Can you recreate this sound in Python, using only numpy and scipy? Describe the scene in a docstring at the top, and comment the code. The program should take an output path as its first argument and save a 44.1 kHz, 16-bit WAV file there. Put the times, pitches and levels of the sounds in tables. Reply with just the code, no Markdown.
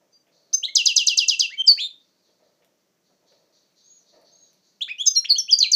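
"""Caged goldfinch, close up

A goldfinch sings two phrases in a wire cage, close to the microphone in a small room. The two sides
of its syrinx whistle separately or together: chirps, chords and a trill of seven falling sweeps.
Around the first phrase and in the pause, other birds twitter far off, claws tap on the perch
and something bumps softly elsewhere in the house."""
import sys
import numpy as np
from scipy import signal
from scipy.fft import rfft, irfft, next_fast_len
from scipy.io import wavfile
from scipy.ndimage import uniform_filter1d

SR = 44100
rng = np.random.default_rng(int(sys.argv[2]) if len(sys.argv) > 2 else 0)


def transcribe(u):
    """Save the signal u as a 16-bit wav file named by the first command-line argument.

    u: samples, shape (n,) or (channels, n), limited to [-1, 1]; the rate is SR.
    q: integer samples, one column per channel.
    """
    v = np.clip(np.atleast_2d(u).T, -1, 1)
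    q = np.round(v * 32767).astype(np.int16)
    wavfile.write(sys.argv[1], SR, q)


N = 253575

# spectrum of the quiet room: (frequency [Hz], relative level [dB])
ROOM_TONE = [(18, -58.5), (30, -30.5), (69, -29), (187, -2.5), (225, -10), (307, -6), (532, -11.5),
             (606, -6.5), (691, -18.5), (767, -16), (1910, -20.5), (4310, -23), (5890, -17), (9190, -33),
             (12000, -29.5), (15500, -27)]
# soft bumps elsewhere in the house: (time [s], level [dB], fade [s])
BUMPS = [(0, -64, 0.07), (.25, -70, 1.1), (2.27, -64.5, 0.07), (2.39, -64, .16), (2.60, -69.5, .1),
         (3.09, -62.5, 0.06), (3.21, -67, .12), (3.30, -66.5, 0.24), (4.00, -71, .12), (4.125, -56, 0.16)]
# resonances the bumps ring with: (centre [Hz], half-width [Hz], relative level [dB])
BUMP_MODES = [(335, 63, -8), (498.4, 60, -1.5), (592.5, 30, -0.5), (664, 40, -1.5), (914.8, 60, -9.5),
              (1210, 50, -16), (1319.7, 19, -15), (1823, 140, -17.5), (2490, 500, -27)]
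# reverberation, before stretching: (frequency [Hz], time to fall 60 dB [s])
BASE_T60 = [(500, 0.18), (2500, .3), (3600, 0.34), (4800, 0.25), (6500, .27), (10000, 0.22), (15000, 0.2)]
# bursts of distant twittering: (time [s], relative level [dB], fade [s])
TWITTER_BURSTS = [(.11, -70, .03), (.31, -65, .2), (1.98, -70, .25), (2.23, -71, .12), (2.42, -75, .1),
                  (2.78, -72, .035), (3.03, -71, .15), (3.26, -62, .11), (3.52, -62.5, .11),
                  (3.75, -63, .25), (4.06, -62, .12), (4.24, -61, .13), (4.42, -71, .2), (4.63, -65, .09)]
# spectrum of the twittering: (frequency [Hz], gain [dB])
TWITTER_COLOUR = [(2500, -16), (3400, -7), (4400, 1.5), (5300, -10), (6000, -2.5), (6900, -4.5),
                  (7700, -24)]
# whistles of a far bird: (time [s], length [s], from [Hz], to [Hz], bend, relative level [dB],
# attack [s], release [s]); a bend near 0 glides evenly, a higher one settles sooner
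FAR_NOTES = [ (.122, .06, 4800, 4710, 5, -54, .012, .045), (.122, .055, 6300, 6030, 8, -57, .012, .045),
             (2.16, .16, 5700, 2955, .8, -72, .04, .04), (3.81, .18, 6015, 6690, 4.5, -53.5, .05, .015),
             (3.98, .06, 6600, 5850, 6, -56, .005, .045), (4.29, .21, 5970, 6550, 7, -53, .055, .09),
             (4.49, .04, 6400, 5850, 2, -62, .005, .01), (4.33, .16, 4240, 3860, 1, -66, .03, .03), ]
# how well each pitch carries from beak to microphone: (frequency [Hz], gain [dB])
CARRY = [(1200, -7), (1900, -2), (2700, .3), (3300, -.8), (3640, -6.3), (3950, 1.4), (4250, -.3),
         (4550, .3), (4900, 2.6), (5250, -10), (5600, -6), (6150, .8), (6500, -2.3), (7100, -4.5)]
# the beak beams the highest tones off microphone, into the tail: (frequency [Hz], gain [dB])
TAIL_COLOUR = [(2700, -1), (3600, 0.5), (4800, -1.5), (6300, -1.5), (9000, 3), (14000, 3)]
# reflections from the nearest surfaces: (delay [s], gain)
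REFLECTIONS = [(.0021, 0.079), (.0046, -.1), (.0078, .12), (0.0118, .09), (.0225, .1), (.033, 0.049)]
# claws on the perch: (time [s], level [dB], fade [s], woody share [0-1])
CLAW_TAPS = [(.268, -68, 0.029, 0.76), (2.622, -65, .014, .9), (2.647, -56, .0015, .2),
             (3.322, -61.5, 0.0064, .8), (3.70, -71, .012, 0.62), (4.215, -62, 0.0019, .2),
             (4.531, -55.5, 0.00097, .1)]
# ring of the perch: (centre [Hz], half-width [Hz], relative level [dB])
PERCH_MODES = [(1800, 400, -3), (2400, 500, 0.5), (3200, 700, -4)]
# notes of the high and low sides of the finch's syrinx: (columns of FAR_NOTES, overtones [dB])
HIGH_NOTES = [(0.529, 0.03, 3400, 6270, 12, -9, 0.017, 0.013, -16),
              (0.6389, 0.022, 3640.0, 4300.0, -0.9, -23.4, 0.003, 0.015, -19.0),
              (1.659, 0.028, 8170.0, 5148.0, -1.7, -23.2, 0.021, 0.002, -15),
              (1.7717, 0.035, 2370.0, 3600.0, -1.0, -24.5, 0.031, 0.002, -28.0),
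              (1.791, 0.058, 3110.0, 4072.0, 13.0, -30.5, 0.014, 0.002, -30.0),
              (4.8227, 0.023, 3840.0, 4076.0, -3.3, -23.6, 0.002, 0.021, -19.0),
              (4.876, 0.031, 2100.0, 3046.0, 0.3, -34.7, 0.012, 0.01, -24.0),
              (5.056, 0.035, 8100, 6253, 5.8, -7.5, 0.018, 0.009, -16),
              (5.1475, 0.051, 6500, 5594.0, 16, -8.5, 0.03, 0.005, -14.0),
              (5.251, 0.012, 1700, 3750, 0.6, -22, 0.007, 0.004, -21),
              (5.2856, 0.046, 5150.0, 4442.0, 2.2, -14.8, 0.029, 0.002, -16.0),
              (5.3794, 0.042, 6820.0, 5359.0, 4.3, -10.4, 0.01, 0.014, -11.0),
              (5.5069, 0.042, 6810.0, 4556.0, 3.1, -6.9, 0.017, 0.01, -21.0),
              (5.5864, 0.019, 7360.0, 5200.0, 3.4, -10.5, 0.003, 0.016, -12.0),
              (5.625, 0.015, 4150, 4110, 2, -6.5, 0.004, 0.011, -30),
              (5.7154, 0.011, 7690.0, 5402.0, 1.1, -9.5, 0.003, 0.002, -14.0)]
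LOW_NOTES = [(0.5339, 0.021, 5810.0, 5069.0, 7.3, -15.4, 0.004, 0.009, -13.0),
             (0.6277, 0.031, 2610.0, 4044.0, 0.7, -18.0, 0.011, 0.003, -20.0),
             (0.6771, 0.032, 1890.0, 2189.0, 3.8, -33.0, 0.015, 0.015, -15.0),
             (1.4988, 0.059, 1300.0, 2339.0, 2.3, -32.8, 0.042, 0.012, -19.0),
             (1.5733, 0.049, 3040.0, 3125.0, 6.4, -16.5, 0.035, 0.004, -24.0),
             (1.665, 0.07, 5770.0, 4422.0, 4.6, -4.8, 0.019, 0.035, -20.0),
             (1.77, 0.034, 1550, 2720, 1, -30, 0.028, 0.006, -15),
             (1.7967, 0.083, 2760.0, 3653.0, 8.6, -18.9, 0.016, 0.017, -15.0),
             (4.8076, 0.03, 2500.0, 3616.0, 3.0, -13.8, 0.019, 0.013, -21.0),
             (4.8774, 0.053, 1230.0, 2586.0, 3.2, -23.3, 0.048, 0.013, -29.0),
             (4.9816, 0.047, 2780.0, 3559.0, 1.0, -17.3, 0.042, 0.002, -13.0),
             (5.0581, 0.032, 6240.0, 5038.0, 7.7, -8.5, 0.015, 0.007, -21.0),
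             (5.1512, 0.048, 4940.0, 4180.0, 9.3, -13.5, 0.018, 0.024, -16.0),
             (5.2425, 0.014, 1150, 4200, -0.4, -26, 0.01, 0.003, -18),
             (5.296, 0.035, 4770.0, 4307.0, 6.8, -7.3, 0.012, 0.009, -20.0),
             (5.3533, 0.028, 2740.0, 3480.0, 1.3, -24.8, 0.009, 0.002, -20.0),
             (5.4803, 0.032, 2440.0, 3534.0, 0.8, -20.3, 0.022, 0.006, -21.0),
             (5.5925, 0.031, 6180.0, 4266.0, 2.1, -10.3, 0.022, 0.005, -22.0),
             (5.6236, 0.007, 2840.0, 4045.0, 1.6, -14.7, 0.003, 0.002, -23.0),
             (5.6309, 0.044, 4640.0, 2251.0, 4.3, -20.7, 0.002, 0.032, -22.0),
             (5.718, 0.04, 5900, 4100, 1.3, -8.3, 0.024, 0.002, -21)]
# how throat and open beak pass overtones and combination tones: (frequency [Hz], gain [dB])
BEAK = [(100, -36), (1200, -30), (2600, -13.5), (3800, 7.5), (6900, -3.5), (7600, -11), (8400, -20.5),
        (11000, -18), (14000, -18.5), (15500, -25)]
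# turbulence of the airstream in fast glides: (frequency [Hz], gain [dB])
RASP_COLOUR = [(40, -12), (200, -10), (600, -13), (1200, -9.5), (3000, -2), (6000, 3), (8500, 0),
               (11000, -2), (14500, 0), (15500, -3)]
# the membranes flutter into a buzz: (start [s], end [s], swing [share of pitch], rate [Hz])
FLUTTERS = [(0.64, 0.66, 0.037, 213), (1.807, 1.856, 0.036, 154), (4.823, 4.845, 0.042, 262),
            (5.252, 5.266, 0.04, 333), (5.626, 5.637, 0.023, 170)]
# one trill syllable on each side, timed from its start: (columns of HIGH_NOTES)
SWEEP_HIGH = (-.002, .027, 8300, 4590, 3.05, -5.4, .009, .007, -15.5)
SWEEP_LOW = (.0005, .075, 5090, 2600, 3.1, -14.6, .009, .007, -19.5)
# syllables of the trill: (time [s], effort [dB], pitch factor, length factor)
SYLLABLES = [(0.7524, 0.1, 1.029, 0.98), (0.8558, -1.2, 1.016, 0.99), (0.961, -0.4, 1.031, 1.02),
             (1.0672, -1.4, 1.018, 1.03), (1.1725, -1.0, 1.018, 0.99), (1.281, -1.7, 1.011, 0.97),
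             (1.3928, -2.3, 1.008, 0.97)]


def amp(db):
    """Decibels to gain."""
    return 10 ** (np.asarray(db) / 20)


def unit(x):
    """Scales to rms 1."""
    return x / np.sqrt(np.mean(x ** 2) + 1e-20)


def read(points, hz):
    """Reads a table on a log-frequency axis."""
    f, value = np.transpose(points)
    return np.interp(np.log(hz + 1), np.log(f + 1), value)


def colour(x, points):
    """Filters by a spectrum in dB."""
    size = next_fast_len(len(x) + 4096)
    gain = amp(read(points, np.fft.rfftfreq(size, 1 / SR)))
    return irfft(rfft(x, size) * gain, size)[:len(x)]


def add(mix, s, sound):
    """Mixes a sound in at time s."""
    part = mix[max(round(s * SR), 0):][:len(sound)]
    part += sound[:len(part)]


def wander(length, size):
    """Smooth chance of rms 1 that changes over about size samples."""
    return unit(uniform_filter1d(uniform_filter1d(rng.standard_normal(length), size), size))


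def swells(rows, rise_s):
    """Level over time of sounds that each rise quickly and fade away."""
    t, level = np.arange(2 * SR) / SR, np.zeros(N)
    for s, db, fade in rows:
        add(level, s, amp(db) * np.minimum(t / rise_s, 1) * np.exp(-t / fade))
    return level


def resonant_noise(modes):
    """Noise of rms 1 ringing in a set of resonances."""
    hz = np.fft.rfftfreq(N, 1 / SR)
    gain = sum(amp(db) / (1 + ((hz - centre) / width) ** 2) for centre, width, db in modes)
    return unit(irfft(rfft(rng.standard_normal(N)) * gain, N))


def room_tone(db=-70.5):
    """The steady quiet of the room at the microphone."""
    return amp(db) * unit(colour(rng.standard_normal(N), ROOM_TONE))


def house_bumps():
    """Dull bumps, blurred by the rooms between them and the microphone."""
    return swells(BUMPS, rise_s=0.018) * resonant_noise(BUMP_MODES)


def reverberate(x, stretch=0.92, onset_s=0.0019):
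    """Diffuse tail of energy 1: sparse taps, each band dying at its own speed."""
    taps = rng.choice([-1., 1.], SR) * (rng.random(SR) < 1 / 10)
    hz, t, bands = signal.stft(taps, SR, nperseg=256)
    t60 = stretch * read(BASE_T60, hz)[:, None]
    tail = signal.istft(bands * np.exp(-np.log(1000) * t / t60), SR, nperseg=256)[1]
    tail *= np.clip(np.arange(len(tail)) / (SR * onset_s) - 1, 0, 1)
    return signal.fftconvolve(x, tail / np.linalg.norm(tail))[:N]


def far_twitter(gain_db=2, count=700):
    """Birds far off: quick falling chirps that reach the microphone as a reverberant blur."""
    t, chirps = np.arange(700) / SR, np.zeros(N)
    for k, (late, begin, end) in enumerate(rng.random((count, 3))):
        sweep = signal.chirp(t, 4500 + 3500 * begin, t[-1], 2300 + 2700 * end)
        add(chirps, (k + late) * N / SR / count, sweep * signal.windows.tukey(len(t)))
    blur = colour(reverberate(chirps, stretch=2.4), TWITTER_COLOUR)
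    blur /= np.sqrt(abs(uniform_filter1d(blur ** 2, size=4000)) + 1e-6)  # even out the level
    return amp(gain_db) * swells(TWITTER_BURSTS, rise_s=.04) * blur


def whistle(start, length, from_hz, to_hz, bend, db, attack, release,
            sag_db_per_s=0, jitter=0.0028, shimmer=0.05, waver_db=.9, ends_db=-23, ease=1.8):
    """A membrane glides to a new tension as the breath swells and stops: level, phase, glide speed."""
    t = np.arange(max(int(length * SR), 200)) / SR
    gesture = from_hz + (to_hz - from_hz) * np.expm1(-bend * t / t[-1]) / np.expm1(-bend)
    pitch = gesture * flutter(start + t) * (1 + jitter * wander(len(t), size=30))
    opening = np.maximum(1 - t / attack, 0)
    closing = np.maximum(1 - (t[-1] - t) / release, 0)
    breath_db = db + sag_db_per_s * t + ends_db * (opening ** ease + closing ** ease)
    level = amp(breath_db + read(CARRY, gesture) + waver_db * wander(len(t), size=200))
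    level *= 1 + shimmer * wander(len(t), size=40)
    level *= signal.windows.tukey(len(t), 120 / len(t))
    octaves_per_s = abs(np.gradient(np.log2(gesture))) * SR
    return level, 2 * np.pi * np.cumsum(pitch) / SR, octaves_per_s


def room(x, wet_db):
    """Direct sound at the microphone, reflections from the nearest surfaces, and the tail."""
    out = x + amp(wet_db) * reverberate(colour(x, TAIL_COLOUR))
    for delay, gain in REFLECTIONS:
        add(out, delay, gain * x)
    return out


def far_whistles(gain_db=-6):
    """A distant bird's pure whistles, more reverberation than direct sound."""
    whistles = np.zeros(N)
    for start, *shape in FAR_NOTES:
        level, phase, _ = whistle(start, *shape, jitter=.005)
        add(whistles, start, level * np.sin(phase))
    return amp(gain_db) * room(whistles, wet_db=5)


def claws():
    """Each tap in the cage is a bright tick and a short ring of the perch."""
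    t = np.arange(SR) / SR
    tick, ring = np.zeros(N), np.zeros(N)
    for s, db, fade, woody in CLAW_TAPS:
        tap = amp(db) * np.exp(-t / fade)
        add(tick, s, (1 - woody) * tap)
        add(ring, s, woody * tap)
    return tick * rng.standard_normal(N) + ring * resonant_noise(PERCH_MODES)


def syrinx_side(notes, smear, sag_db_per_s, third_db=-2.5, fourth_db=-13, fast_octaves_per_s=35):
    """One side's notes: the complex fundamental, its overtones, and how strongly it stirs the air."""
    tone, overtones, stir = np.zeros(N, complex), np.zeros(N), np.zeros(N)
    for start, *shape, bright_db in notes:
        level, phase, glide = whistle(start, *shape, sag_db_per_s)
        unsteady = np.tanh(glide / fast_octaves_per_s)  # fast glides upset the shape of each cycle
        add(tone, start, level * np.exp(1j * phase))
        add(stir, start, level * unsteady)
        ragged_phase = phase + smear * unsteady * wander(len(phase), size=14)
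        for k, db in enumerate([0, third_db, fourth_db], 2):
            in_band = k * np.gradient(phase) < np.pi
            add(overtones, start, amp(bright_db + db) * level * in_band * np.sin(k * ragged_phase))
    return tone, overtones, stir


def syrinx(high_notes, low_notes, smear, sum_db, rasp_db, sideband_db=-17, sag_db_per_s=0):
    """Both sides share one airstream, so sounding together they make combination tones."""
    high, high_overtones, high_stir = syrinx_side(high_notes, smear, sag_db_per_s)
    low, low_overtones, low_stir = syrinx_side(low_notes, smear, sag_db_per_s)
    flow = abs(high) + abs(low) + 1e-6
    sum_and_difference = 2 * high.real * low.real / flow
    sidebands = (high ** 2 * low.conj() + 4 * low ** 2 * high.real).real / flow ** 2
    combinations = amp(sum_db) * sum_and_difference + amp(sideband_db) * sidebands
    partials = colour(high_overtones + low_overtones + combinations, BEAK)
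    rasp = colour((high_stir + low_stir) * rng.standard_normal(N), RASP_COLOUR)
    return (high + low).real + partials + amp(rasp_db) * rasp


def finch_notes():
    """The close finch's chirps and chords, nearly pure."""
    return syrinx(HIGH_NOTES, LOW_NOTES, smear=0.3, sum_db=-11.5, rasp_db=-47)


def flutter(t):
    """Factor on the pitch: a quick swing while the membranes buzz."""
    return 1 + sum(swing * np.sin(2 * np.pi * rate * (t - start)) * (t > start) * (t < end)
                   for start, end, swing, rate in FLUTTERS)


def repeat_sweep(delay, length, from_hz, to_hz, bend, db, *rest):
    """The same falling gesture, about nine times a second."""
    return [(s + delay, length * stretch, from_hz * pitch, to_hz * pitch, bend, db + effort_db, *rest)
            for s, effort_db, pitch, stretch in SYLLABLES]


def finch_trill():
    """Forced and raspy; each syllable weakens as it runs out of breath."""
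    high, low = repeat_sweep(*SWEEP_HIGH), repeat_sweep(*SWEEP_LOW)
    return syrinx(high, low, smear=.25, sum_db=-8.5, rasp_db=-32.5, sag_db_per_s=-90)


def scene():
    """The cage close to the microphone, with far birds and the house faint behind it."""
    cage = room(finch_notes() + finch_trill(), wet_db=-11) + room(claws(), wet_db=-2)
    return (cage + far_whistles() + far_twitter() + house_bumps() + room_tone())[None]


def record(dry, lopsided_db=-50, edge_hz=15500):
    """One microphone with a slightly lopsided response, then the band limit."""
    distortion = signal.sosfilt(signal.butter(2, 150, "high", fs=SR, output="sos"), dry ** 2)
    lowpass = signal.firwin(511, edge_hz, window=("kaiser", 9), fs=SR)
    return signal.oaconvolve(dry + amp(lopsided_db) * distortion, lowpass[None], "same")


dry = scene()
out = record(dry)
transcribe(out)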